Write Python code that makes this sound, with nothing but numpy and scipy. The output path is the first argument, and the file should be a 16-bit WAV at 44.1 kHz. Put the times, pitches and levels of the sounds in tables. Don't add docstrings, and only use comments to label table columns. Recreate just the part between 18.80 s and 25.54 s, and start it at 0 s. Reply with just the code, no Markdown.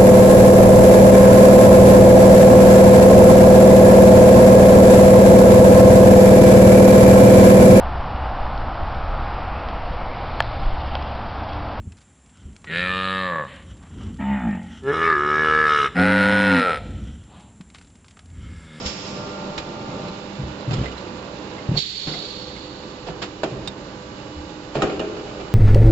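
import sys
import numpy as np
from scipy import signal
from scipy.fft import rfft, irfft, next_fast_len
from scipy.io import wavfile

SR = 44100
rng = np.random.default_rng(int(sys.argv[2]) if len(sys.argv) > 2 else 0)


def generate_wav(signal):
    frames = np.transpose(np.atleast_2d(signal))
    scaled = np.clip(frames, -1, 1) * 32767
    pcm = np.round(scaled).astype(np.int16)
    wavfile.write(sys.argv[1], SR, pcm)


N = 297234
TIME = np.arange(N) / SR
NOISE_TOP_HZ = 7560


# start_s, level_db, bright_hz, pan_db, frame_share, knock_hz, knock_db, t60_scale
STEEL_LANDINGS = [(1.906, -20, 700, -6, 0, 330, -8, 0.82), (2.955, -28, 700, 1, 0.12, 726, 0.5, 0.76),
                  (3.272, -25, 1500, 0.5, 0.12, 298, 1, 1.2), (3.336, -29.5, 2500, 4, 0, 393, -7, 2.2),
                  (4.273, -30, 1400, -5, 0.2, 494, 0, 3), (4.286, -25, 1400, -5, 0.15, 920, -2, 1.5),
                  (4.418, -26, 3000, 0, 0.07, 1110, -8, 1.3), (4.6343, -15, 1600, -2, 0.22, 629, 2, 1.02),
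                  (5.9535, -15.5, 885, -3, 0.46, 603, -1, 1.94),
                  (6.0204, -9.5, 4200, -2.5, 0.3, 1263, -8, 0.76),
                  (6.039, -17.5, 1200, 6, 0.2, 332, 5.5, 1.7),
                  (6.197, -19.5, 2100, -1, 0.69, 522, 0.5, 1.6)]
# pitch_ratio, level_db, t60_scale
KNOCK_MODES = [(1, 1.5, 1), (1.48, -7, .8), (2.3, -14.5, 0.61)]
# freq_hz, density_db
TOOLING_SPECTRUM = [(60, -19.5), (150, -4), (350, 1), (750, 0.5), (950, -11.5), (1250, -4), (1700, -12),
                    (2900, -8.5), (4200, -18), (7500, -22.5)]
# freq_hz, t60_s
TOOLING_DECAY = [(100, 0.29), (400, 0.25), (1000, 0.15), (2200, 0.19), (4000, 0.11), (7500, 0.2)]
# pitch_hz, level_db, t60_s
FRAME_MODES = [(119.3, -27, 1), (223, -30, 0.82), (246.7, -10, 0.3), (294.7, -11, 0.93), (314, -27, 0.87),
               (341, -5, 0.49), (364, -21, 0.86), (415, -21, 0.87), (421.8, -7.5, 0.82), (522, -5, 0.46),
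               (615, -12, 0.55), (636, -2.5, 0.35), (768, -15.5, 1), (1050, -21, 0.95), (1145, -17, 0.5),
               (1360, -31.5, 0.18), (1450, -18.5, 0.16), (1960, -34, 0.23), (1875, -25.5, 0.46),
               (1820, -22, .3), (2360, -19, .35), (2450, -19, 0.37), (2600, -30, .3), (2530, -22.5, 0.23),
               (2960, -33, 0.11), (4400, -25.5, 0.29)]

def clunks(ring_db=-2, knock_t60_s=0.054):
    out = np.zeros((2, N))
    edges_hz = np.geomspace(60, 9000, 8)
    for start_s, db, bright_hz, pan_db, frame_share, knock_hz, knock_db, t60_scale in landings():
        knock = sum(from_db(knock_db + mode_db) * mode(knock_hz * ratio, knock_t60_s * scale, 0.22)
                    for ratio, mode_db, scale in KNOCK_MODES)
        dense = rms_one(filtered(noise(TOOLING_SPECTRUM, size=SR), bright_hz, "low", order=1))
        crash = np.zeros((2, SR))
        for low_hz, high_hz in zip(edges_hz, edges_hz[1:]):
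            band_t60_s = t60_scale * at_hz(TOOLING_DECAY, np.sqrt(low_hz * high_hz))
            crash += filtered(dense, [low_hz, high_hz], "band") * decay(band_t60_s)
        ring = np.zeros((2, SR))
        for hz, mode_db, t60_s in FRAME_MODES:
            gain = from_db(mode_db + 0.42 * rng.normal()) * rng.choice([-1, 1])
            ring += gain * mode(hz, t60_s, skew_rad=0.25)
        blow = (knock + crash) * panned(pan_db) + from_db(ring_db) * frame_share * ring
        add(out, start_s, from_db(db) * blow)
    return out


def landings(settle_s=0.01, settle_db=-10, pitch_ratio=0.6):
    for start_s, db, bright_hz, pan_db, share, knock_hz, knock_db, t60_scale in STEEL_LANDINGS:
        for delay_s, drop_db, ratio in ((0, 0, 1), (settle_s, settle_db, pitch_ratio)):
            yield (start_s + delay_s, db + drop_db, bright_hz, pan_db, share,
                   knock_hz * ratio, knock_db, t60_scale)


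# freq_hz, density_db
SILENCER_SPECTRUM = [(1200, -34.5), (2000, -16.5), (2700, -12.5), (3600, -2.5), (4450, -4), (4750, -12),
                     (5450, -11.5), (5800, -17), (7500, -18)]
# pitch_hz, width_hz, level_db
SILENCER_CAVITY = [(4456, 150, 8), (3930, 300, -11), (2860, 21, -14)]

def turret_exhaust():
    jet = noise(SILENCER_SPECTRUM)
    cavity = sum(from_db(db) * resonance(jet, hz, width_hz) for hz, width_hz, db in SILENCER_CAVITY)
    flow = air_dump(peak_s=2.977, rise_s=0.13, burst_db=-20, flow_db=-30.5, hold_s=0.37, t60_s=2.5)
    return rms_one(jet + cavity) * flow * from_db(0.45 * drift(30)) * panned(-9.5)


# freq_hz, density_db
VENT_SPECTRUM = [(700, -19.5), (1500, -7), (2400, -1), (3400, -1), (4300, -2.5), (5550, 5.5), (5900, -4),
                 (7500, -5)]

def mould_exhaust():
    flow = air_dump(peak_s=0.063, rise_s=3, burst_db=-26, flow_db=-37, hold_s=0.2, t60_s=1.5)
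    return noise(VENT_SPECTRUM) * flow * from_db(0.25 * drift(30)) * panned(-5)


def air_dump(peak_s, rise_s, burst_db, flow_db, hold_s, t60_s):
    burst = from_db(burst_db) * swell(peak_s, rise_s=0.035, hold_s=0, t60_s=0.19)
    return burst + from_db(flow_db) * swell(peak_s, rise_s, hold_s, t60_s)


# start_s, level_db, rise_s, t60_s, pan_db
VALVE_PUFFS = [(0.777, -23, 0.0032, 0.091, -3), (1.906, -33, 0.0041, 0.49, -8),
               (1.929, -28.5, 0.006, 0.071, -5), (3.268, -31.5, 0.0056, 0.28, -3),
               (4.262, -36, 0.011, 0.2, -11.5), (4.415, -25, 0.011, 0.15, -4),
               (4.631, -25.5, 0.0051, 0.074, -3), (5.94, -32, 0.019, 0.16, -7.5)]
# freq_hz, density_db
PUFF_SPECTRUM = [(300, 3.5), (900, 10.5), (2000, 7.5), (4000, 7.5), (5400, 3), (5900, -4), (7500, -1)]

def valve_puffs():
    out = np.zeros((2, N))
    for start_s, db, rise_s, t60_s, pan_db in VALVE_PUFFS:
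        fall = np.minimum(decay(t60_s) * from_db(60 * rise_s / t60_s), 1)
        puff = attack(rise_s) * fall * noise(PUFF_SPECTRUM, size=SR)
        add(out, start_s, from_db(db) * puff * panned(pan_db))
    return out


# start_s, level_db, pitch_hz, t60_s
HEAVY_THUDS = [(0.055, -23, 67.5, 0.15), (1.59, -23, 135, 0.47), (1.629, -26, 70.4, 0.41),
               (1.984, -24, 61.4, 0.6), (3.268, -28, 151.4, 0.5), (4.288, -26.5, 163.4, 0.19),
               (4.72, -28.5, 130.7, 0.57), (5.566, -28.5, 74.5, 0.4), (5.955, -22, 140, 0.33)]

def thuds(rumble_db=-9, rumble_hz=330, rise_s=0.0039):
    out = np.zeros((2, N))
    for start_s, db, hz, t60_s in HEAVY_THUDS + judders():
        rumble = rms_one(filtered(noise(OIL_SPECTRUM, size=SR), rumble_hz, "low")) * decay(t60_s)
        body = mode(hz, t60_s, skew_rad=0.81) + from_db(rumble_db) * rumble
        add(out, start_s, from_db(db) * body * attack(rise_s))
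    return out


# start_s, level_db, pitch_hz, t60_s, thud_count, loss_per_thud_db
JUDDER_RUNS = [(1.876, -15.5, 132.3, 0.15, 6, 0.1), (2.888, -8, 141, 0.089, 4, 2.5)]

def judders(gap_s=0.0262, pitch_spread=0.07):
    return [(start_s + k * gap_s, db - k * loss_db, hz * (1 + pitch_spread * rng.normal()), t60_s)
            for start_s, db, hz, t60_s, count, loss_db in JUDDER_RUNS for k in range(count)]


# start_s, end_s, load_ratio
PUMP_STROKES = [(-0.4, 0.189, 1.2), (0.134, 1.503, 0.95), (5.867, 6.904, 0.85)]
# harmonic, no_load_db, load_gain_db
PUMP_TONES = [(2, -48.5, 6.5), (3, -65.5, 5.5), (4, -59, 6.5), (5, -58, 9.5), (6, -57, 12.5), (7, -68, 6),
              (8, -58.5, 10), (9, -54.5, 3), (11, -64, 10.5), (12, -63, 14.5), (14, -58.5, 8)]
# freq_hz, density_db
OIL_SPECTRUM = [(25, -3.5), (60, -7), (110, -1), (190, 2.5), (300, -5.5), (600, -6.5), (720, -12),
                (1000, -13), (1350, -12.5), (1600, -22), (2900, -22.5), (5000, -22.5), (7500, -30.5)]

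def pump(no_load_hz=99.5, sag=0.008, idle_load=0.0595, rise_s=0.26, fall_s=0.234):
    strokes = sum(peak * np.clip(np.minimum((TIME - start_s) / rise_s, (end_s - TIME) / fall_s), 0, 1)
                  for start_s, end_s, peak in PUMP_STROKES)
    load = np.maximum(strokes, idle_load)
    piston_hz = no_load_hz * (1 - sag * load)
    hum = sum(from_db(db + load * load_db) * tone(k * piston_hz) for k, db, load_db in PUMP_TONES)
    oil = from_db(-38 + 1.3 * drift(3.3)) * load * noise(OIL_SPECTRUM, lead_s=-0.00014)
    return hum * panned(-4 * (1 - load)) + oil * panned(-2)


# start_s, level_db, pitch_hz, t60_s, pan_db
LATCH_CLICKS = [(0.781, -31, 4040, 0.028, 0), (1.284, -30, 4050, 0.03, -3), (1.809, -32, 4030, 0.031, -9),
                (1.9385, -26, 5260, 0.04, -22), (1.968, -33, 3320, 0.035, -13),
                (2.058, -25.5, 2030, 0.06, -14), (2.117, -28.5, 2930, 0.025, -18),
                (2.18, -28, 4040, 0.027, -19), (2.783, -30, 2090, 0.031, -10),
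                (3.338, -31, 2064, 0.035, -2), (3.764, -30, 2160, 0.022, -17),
                (4.875, -17.5, 3706, 0.042, -10), (6.021, -18.5, 3850, 0.019, -11),
                (6.195, -22, 2880, 0.05, -12)]
# pitch_ratio, level_db, t60_scale
PIN_MODES = [(.62, -20.5, 2.1), (0.709, -34, 0.8), (1, 2.5, 1.1), (1.05, -12.5, 0.91), (1.27, -10, 0.64),
             (1.33, -6, 0.17), (1.43, -27, 0.99), (1.85, -15, 0.59), (2.172, -13, 0.42)]

def clicks(ring_db=-5.5, crack_db=-10, crack_t60_s=0.05, rebound_s=0.006, rebound_db=-5):
    out = np.zeros((2, N))
    for start_s, db, hz, t60_s, pan_db in LATCH_CLICKS:
        for delay_s, contact_db in ((0, 0), (rebound_s * rng.uniform(1, 1.3), rebound_db)):
            ring = sum(from_db(ring_db + mode_db) * mode(hz * ratio, t60_s * scale, skew_rad=0.27)
                       for ratio, mode_db, scale in PIN_MODES)
            crack = from_db(crack_db) * noise(PUFF_SPECTRUM, size=SR) * decay(crack_t60_s)
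            add(out, start_s + delay_s, from_db(db + contact_db) * (ring + crack) * panned(pan_db))
    return out


# peak_s, hold_s, level_db
TRAVEL_SPANS = [(1.945, 0.12, -36), (3.342, 0.06, -42.5), (3.5, 0.7, -50), (4.22, 0.08, -47),
                (4.644, 0.02, -46.5), (6.035, 0.067, -30), (6.2, 0.55, -41.5)]

def rattle(contacts_per_s=60, spread_db=4):
    chatter = np.zeros((2, N))
    for _ in range(3):
        hits = rng.random(N) < contacts_per_s / SR
        contacts = hits * from_db(spread_db * rng.standard_normal(N)) * rng.choice([-1, 1], N)
        body = noise(TOOLING_SPECTRUM, size=SR) * decay(t60_s=0.13)
        chatter += signal.fftconvolve(contacts[None], body, axes=1)[:, :N]
    shaking = np.max([from_db(db) * swell(peak_s, rise_s=0.46, hold_s=hold_s, t60_s=0.59)
                      for peak_s, hold_s, db in TRAVEL_SPANS], axis=0)
    return rms_one(filtered(chatter, NOISE_TOP_HZ, "low", order=16)) * shaking * panned(-4)


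# time_s, gain_db
BACKGROUND_GAIN = [(0, -6.5), (1.3, -7), (1.7, -4.5), (3.2, -3.5), (3.9, -1), (6.74, 0)]
# freq_hz, density_db
DIN_SPECTRUM = [(22, -20.5), (48, -7.5), (100, -7.5), (140, -5.5), (200, -4), (255, -8), (320, -3.5),
                (410, -9), (460, -10.5), (560, -6), (720, -16.5), (950, -11), (1450, -18.5), (2000, -22),
                (4000, -56)]
# freq_hz, pan_db
DIN_PAN = [(60, -2.5), (180, -3), (310, -8), (900, -4.5), (1600, -11), (2700, -1), (7000, -14.5)]
# pitch_hz, level_db
MOTOR_TONES = [(59.6, -51.5), (119.4, -47.5), (301.3, -42), (339, -49), (399, -45.5), (420, -54.5),
               (502, -44), (829, -48.5), (1168, -50.5), (1315, -83), (1497, -55.5), (1597, -57.5),
               (2880, -60.5), (2941, -55.5)]
# freq_hz, density_db
LEAK_SPECTRUM = [(900, -8.5), (1900, -3), (2800, 3.5), (3200, -1.5), (3600, 2), (4400, 0.5), (5400, -3.5),
                 (7400, -7.5)]

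def factory():
    gain_db = in_time(BACKGROUND_GAIN)
    din = noise(DIN_SPECTRUM, pan=DIN_PAN, lead_s=0.00011)
    din *= from_db(-35.5 + gain_db + 0.5 * drift(6.1))
    motors = sum(from_db(db) * tone(hz, waver=0.001956) for hz, db in MOTOR_TONES)
    motors *= from_db(-0.07 + 1.19 * gain_db)
    leak = noise(LEAK_SPECTRUM, lead_s=0.0003) * from_db(-44.5 + 0.66 * drift(11))
    return din + motors * panned(-2.5) + leak * panned(-11.5)


# time_s, gain_db
MIDRANGE_GAIN = [(2.985, 5), (3.015, -18), (3.25, -6), (3.28, -2)]

def midrange_dip(machinery):
    midrange = filtered(machinery, [130, 2400], "band", order=1)
    return machinery + midrange * (from_db(in_time(MIDRANGE_GAIN)) - 1)


# freq_hz, density_db
HALL_SPECTRUM = [(80, -13), (400, 7), (900, -11.5), (2500, 1.5), (7500, -20.5)]

def hall(x, t60_s=1.83):
    echo = noise(HALL_SPECTRUM, size=SR) * decay(t60_s) * attack(rise_s=0.026)
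    return signal.fftconvolve(x, rms_one(echo) / np.sqrt(SR), axes=1)[:, :N]


# freq_hz, coherence
STEREO_COHERENCE = [(60, 1), (170, 1), (300, 1), (600, 0.82), (1100, 0.14), (2200, 0.06), (7000, 0.01)]

def noise(spectrum, size=N, pan=((100, 0), (1000, 0)), lead_s=0):
    padded = next_fast_len(size, True)
    hz = np.fft.rfftfreq(padded, 1 / SR)
    mid, side = rfft(rng.standard_normal((2, padded)))
    coherence = np.clip(at_hz(STEREO_COHERENCE, hz), 0, 1)
    pair = np.sqrt(1 + coherence) * mid + np.sqrt(1 - coherence) * side * [[1], [-1]]
    pair[0] *= np.exp(2j * np.pi * hz * lead_s)
    passband = (hz > 15) & (hz < NOISE_TOP_HZ)
    pair *= passband * from_db(at_hz(spectrum, hz)) * panned(at_hz(pan, hz))
    return rms_one(irfft(pair, padded)[:, :size])


def tone(hz, waver=0.00285, flutter_db=2.5):
    phase = 2 * np.pi * np.cumsum(hz * (1 + waver * drift(3.85))) / SR
    coherence = np.clip(at_hz(STEREO_COHERENCE, np.mean(hz)), 0, 1)
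    skew = np.arccos(coherence) / 2 * rng.choice([-1, 1])
    return np.sqrt(2) * np.sin(phase + [[skew], [-skew]]) * from_db(flutter_db * (drift(1.5) - 1))


def mode(hz, t60_s, skew_rad):
    skew = rng.normal() * skew_rad * min(hz / 1000, 1) * np.array([[1], [-1]])
    return np.sin(2 * np.pi * hz * TIME[:SR] + skew) * decay(t60_s)


def drift(rate_hz):
    step = 100
    pole = np.exp(-2 * np.pi * step * rate_hz / SR)
    white = rng.standard_normal(N // step + 1002)
    slow = signal.lfilter([1], [1, -2 * pole, pole * pole], white)[1000:]
    return np.interp(np.arange(N) / step, np.arange(len(slow)), rms_one(slow))


def swell(peak_s, rise_s, hold_s, t60_s):
    below_peak_db = 60 * np.maximum((peak_s - TIME) / rise_s, (TIME - peak_s - hold_s) / t60_s)
    return from_db(-np.maximum(below_peak_db, 0))


def attack(rise_s):
    return np.minimum(TIME[:SR] / rise_s, 1)


def decay(t60_s):
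    return from_db(-60 * TIME[:SR] / t60_s)


def filtered(x, hz, kind, order=2):
    return signal.sosfilt(signal.butter(order, hz, kind, fs=SR, output="sos"), x)


def resonance(x, hz, width_hz):
    return signal.lfilter(*signal.iirpeak(hz, hz / width_hz, SR), x)


def panned(pan_db):
    pair = from_db(np.array([[1], [-1]]) * pan_db / 2)
    return pair / np.sqrt(np.mean(pair ** 2, axis=0))


def at_hz(points, hz):
    known_hz, values = np.transpose(points)
    return np.interp(np.log(np.maximum(hz, 1)), np.log(known_hz), values)


def in_time(rows):
    return np.interp(TIME, *np.transpose(rows))


def from_db(db):
    return 10 ** (np.asarray(db) / 20)


def rms_one(x):
    return x / np.sqrt(np.mean(x ** 2) + 1e-20)


def add(out, start_s, sound):
    start = round(start_s * SR)
    out[:, start:start + sound.shape[-1]] += sound[..., :N - start]


def scene():
    machinery = midrange_dip(factory() + pump())
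    steel = clunks()
    air = turret_exhaust() + mould_exhaust() + valve_puffs()
    return steel + air + thuds() + clicks() + rattle() + machinery + from_db(-17) * hall(steel)


def record(dry, notch_depth=0.48, cutoff_hz=8500):
    notched = dry - notch_depth * resonance(dry, hz=5950, width_hz=650)
    return signal.sosfilt(signal.ellip(12, 0.2, 80, cutoff_hz, fs=SR, output="sos"), notched)


dry = scene()
out = record(dry)
generate_wav(out)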